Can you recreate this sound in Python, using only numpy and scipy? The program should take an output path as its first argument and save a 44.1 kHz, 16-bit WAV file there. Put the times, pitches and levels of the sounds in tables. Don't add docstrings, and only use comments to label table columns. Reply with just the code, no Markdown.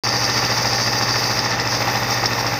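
import sys
import numpy as np
from scipy import signal
from scipy.fft import rfft, irfft
from scipy.io import wavfile
from scipy.ndimage import uniform_filter1d

SR = 44100
rng = np.random.default_rng(int(sys.argv[2]) if len(sys.argv) > 2 else 0)


def generate_wav(signal):
    frames = np.transpose(np.atleast_2d(signal))
    scaled = np.clip(frames, -1, 1) * 32767
    pcm = np.round(scaled).astype(np.int16)
    wavfile.write(sys.argv[1], SR, pcm)


def field_ratio(decibels):
    return 10 ** (np.asarray(decibels, dtype=float) / 20)


N = 114219

SHAFT_HZ, PULL_HZ = 53.056, 119.94
SLIP_HZ = PULL_HZ - 2 * SHAFT_HZ

SHAFT_ORDERS = [(1, 0), (2, 0), (3, 0), (4, 0), (5, 0), (6, 0), (9, 0), (10, 0), (11, 0), (13, 0), (15, 0),
                (16, 0), (17, 0), (0, 1)]
SIDE_ORDERS = [(1, 1), (2, 1), (3, 1), (6, 1), (7, 1), (-1, 2), (0, 2), (1, 2), (4, 2), (5, 2), (11, 2),
               (-1, 3), (4, 3), (0, 4)]
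SHAFT_PARTIAL_DB = [-46.5, -37.5, -48.5, -42.5, -66.5, -50, -43, -41, -42, -46, -40, -50, -41, -30.5]
SIDE_PARTIAL_DB = [-62.5, -44, -46.5, -46.5, -56, -53, -49.5, -40.5, -48.5, -45, -63.5, -69.5, -46.5, -62]
# frequency in Hz, rms level in dB.
ROOM_HUM = [(48.6, -53), (72.88, -47)]
# frequency in Hz, density in dB per Hz.
CASING_SPECTRUM = [(24, -49), (40, -19.5), (114, -17), (170, -7.5), (1620, -9), (1810, -5), (3340, -22),
                   (5280, -24.5), (7500, -30), (9750, -95), (16500, -120)]
# frequency in Hz, width in Hz, lift in dB.
CASING_RESONANCES = [(245, 90, -2), (313, 27, 0), (727, 40, -7.5), (816, 170, 7.5), (1158, 210, 3.5),
                     (1376, 89, 2.5), (1640, 360, -3), (1807, 63, 5.5), (1990, 65, 2), (2615, 142, 7),
                     (3640, 220, 10), (4155, 67, 9.5)]
# frequency in Hz, gain in dB.
KNOCK_TILT = [(200, -4), (700, -10), (2000, 2.5), (6000, -5.5)]
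# frequency in Hz, gain in dB.
PUSH_TILT = [(200, -14), (800, -2.5), (2000, -8), (6000, -24)]
# frequency in Hz, gain in dB.
VALVE_SPECTRUM = [(2500, -34), (3600, -10), (4500, -9), (5000, 0), (5600, -1), (6600, -27.5), (9300, -28),
                  (11000, -70)]
# frequency in Hz, width in Hz, lift in dB.
VALVE_RESONANCES = [(4920, 200, 3), (5455, 100, 7)]
# start in seconds, peak level in dB.
VALVE_SLAPS = [(0.167, 0), (0.2415, 5), (0.2974, 2), (0.3734, 2), (0.505, 2), (0.5985, -5), (0.7326, 2),
               (0.8824, -19), (0.9567, -23), (1.0904, 0), (1.3917, 3), (1.505, 3), (1.5976, 4),
               (1.7489, -4), (1.8821, -14), (1.958, -8), (2.0323, -23), (2.2568, 6), (2.3984, 3),
               (2.4658, 2)]
# time in seconds, level of the jet in dB, level of the fine mist in dB.
NOZZLE_MOVES = [(.04, 2, 1), (.3, 0, 3), (.7, 0, 1), (1.2, -.5, 1), (1.38, -.6, 1), (1.44, -1, -1),
                (1.56, -5.5, -3), (1.68, -8, 0), (1.72, 1.5, 3), (1.82, -5, .4), (1.95, -4, 3),
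                (2.05, -6, 1), (2.12, 0.5, 5), (2.2, -4, 2.5), (2.35, -4.5, 2), (2.59, -5.5, 0.5)]
# frequency in Hz, gain in dB.
JET_SPECTRUM = [(3000, -22), (4400, -11), (4700, 0.5), (5600, -3.5), (6300, -7), (7000, -26), (8200, -57.5),
                (10000, -42.5)]
# frequency in Hz, width in Hz, lift in dB.
JET_RESONANCES = [(5230, 300, 0.83), (6270, 140, 1.44), (9510, 900, 25)]
# frequency in Hz, gain in dB.
WHISTLE_SPECTRUM = [(3800, -49), (4500, -5.5), (4690, 6), (4880, 0), (5300, -33)]
# frequency in Hz, gain in dB.
MIST_SPECTRUM = [(6000, -65), (8000, -8.5), (9000, -3.5), (10300, -40), (11200, -8), (13500, -1.5),
                 (15000, 0), (16000, -26.5)]
# frequency in Hz, width in Hz, lift in dB.
MIST_RESONANCES = [(14300, 390, 11)]


def walk(rate):
    hold = int(SR / rate)
    steps = np.repeat(rng.standard_normal(N // hold + 1), hold)
    return 1.01 * uniform_filter1d(uniform_filter1d(steps, hold), hold)[:N]


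def colour(x, points, resonances, db):
    n = 1 << 17
    hz = np.arange(n // 2 + 1) * SR / n + 1
    point_hz, point_db = np.array(points).T
    gain_db = np.interp(np.log(hz), np.log(point_hz), point_db)
    for centre, width, lift in resonances:
        gain_db = gain_db + lift / (1 + (2 * (hz - centre) / width) ** 2)
    cepstrum = irfft(np.log(field_ratio(gain_db)), n)
    cepstrum = cepstrum * np.r_[1, np.full(n // 2 - 1, 2.), 1, np.zeros(n // 2 - 1)]
    y = irfft(rfft(x, n) * np.exp(rfft(cepstrum)), n)[:N]
    return y * field_ratio(db) / np.std(y)


def contact(t, shaft_turn, pull_turn, shaft_sharpness, pull_sharpness, scatter_db):
    turn = SHAFT_HZ * t - shaft_turn
    pull = PULL_HZ * t - pull_turn
    sizes = field_ratio(scatter_db * rng.standard_normal(N // 500))
    size = sizes[np.round(turn).astype(int) + 1]
    on_shaft = shaft_sharpness * (np.cos(2 * np.pi * turn) - 1)
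    on_pull = pull_sharpness * (np.cos(2 * np.pi * pull) - 1)
    return size * np.exp(on_shaft + on_pull) * np.sign(rng.standard_normal(N))


def hum(t):
    out = sum(field_ratio(db) * np.cos(2 * np.pi * hz * t) for hz, db in ROOM_HUM)
    shaft = SHAFT_HZ * t + 0.014 * walk(5.83) - 0.4
    pull = PULL_HZ * t - 0.92
    orders = SHAFT_ORDERS + SIDE_ORDERS
    levels = SHAFT_PARTIAL_DB + SIDE_PARTIAL_DB
    for (m, n), db in zip(orders, levels):
        turns = m * shaft + n * pull + 0.5
        scatter = 0.23 * rng.standard_normal() * (db < -40)
        out = out + field_ratio(db + 0.68 * walk(3)) * np.cos(2 * np.pi * (turns + scatter))
    return np.sqrt(2) * out


def casing(t):
    slip_beat = np.cos(2 * np.pi * (SLIP_HZ * t - 0.15))
    third_beat = np.cos(2 * np.pi * ((SHAFT_HZ - SLIP_HZ) * t - 0.43))
    throb_db = 2 * slip_beat + third_beat
    flicker_db = 0.8 * walk(6.18) + walk(150)
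    rumble = field_ratio(throb_db + flicker_db) * rng.standard_normal(N)
    knock = contact(t, shaft_turn=0.45, pull_turn=0.847, shaft_sharpness=8.2, pull_sharpness=0.4,
                    scatter_db=1.2)
    push = contact(t, shaft_turn=0.714, pull_turn=0.4, shaft_sharpness=4.1, pull_sharpness=1.28,
                   scatter_db=1.2)
    knock = colour(knock, KNOCK_TILT, [], 0)
    push = colour(push, PUSH_TILT, [], 0)
    return (colour(rumble, CASING_SPECTRUM, CASING_RESONANCES, -24)
            + colour(knock, CASING_SPECTRUM, CASING_RESONANCES, -33.5)
            + colour(push, CASING_SPECTRUM, CASING_RESONANCES, -30))


def valve(t):
    chatter = contact(t, shaft_turn=0.87, pull_turn=0.92, shaft_sharpness=6, pull_sharpness=1.6,
                      scatter_db=1.5)
    rise_s, fall_s = 0.00049, 0.0037
    slaps = 0
    for start, db in VALVE_SLAPS:
        age = np.clip(t - start, 0, None)
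        slaps = slaps + field_ratio(db) * (1 - np.exp(-age / rise_s)) * np.exp(-age / fall_s)
    slaps = slaps + field_ratio(-5) * np.roll(slaps, int(SR / PULL_HZ))
    grit = np.sign(rng.standard_normal(N))
    return (colour(chatter, VALVE_SPECTRUM, VALVE_RESONANCES, -32)
            + colour(slaps * grit, VALVE_SPECTRUM, VALVE_RESONANCES, -35))


def nozzle(t):
    move_s, jet_db, mist_db = np.array(NOZZLE_MOVES).T
    flutter_db = 0.8 * walk(6.75) + 1.5 * walk(90)
    beat_db = -0.2 * np.cos(2 * np.pi * (SLIP_HZ * t - 0.14))

    jet = field_ratio(flutter_db + beat_db) * rng.standard_normal(N)
    jet = colour(jet, JET_SPECTRUM, JET_RESONANCES, -24.5)
    jet = jet * field_ratio(np.interp(t, move_s, jet_db))

    whistle = field_ratio(flutter_db + 2 * walk(14.1)) * rng.standard_normal(N)
    whistle = colour(whistle, WHISTLE_SPECTRUM, [], -30)
    turned_s = 1.43
    whistle = whistle * field_ratio(np.interp(t, [turned_s - 0.03, turned_s + 0.034], [0, -13]))

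    mist = field_ratio(0.6 * flutter_db + 1.4 * walk(12.5)) * rng.standard_normal(N)
    mist = colour(mist, MIST_SPECTRUM, MIST_RESONANCES, -44)
    mist = mist * field_ratio(np.interp(t, move_s, mist_db))
    return jet + whistle + mist


def scene():
    t = np.arange(N) / SR
    return (hum(t) + casing(t) + valve(t) + nozzle(t))[None]


def low_pass(x):
    return signal.sosfilt(signal.butter(12, 15730, fs=SR, output="sos"), x)


def record(dry):
    top_cut = signal.ellip(10, .2, 70, 15730, fs=SR, output="sos")
    heard = signal.sosfilt(top_cut, dry)
    opened = np.arange(N) > 0.0362 * SR
    return low_pass(heard * opened)


dry = scene()
out = record(dry)
generate_wav(out)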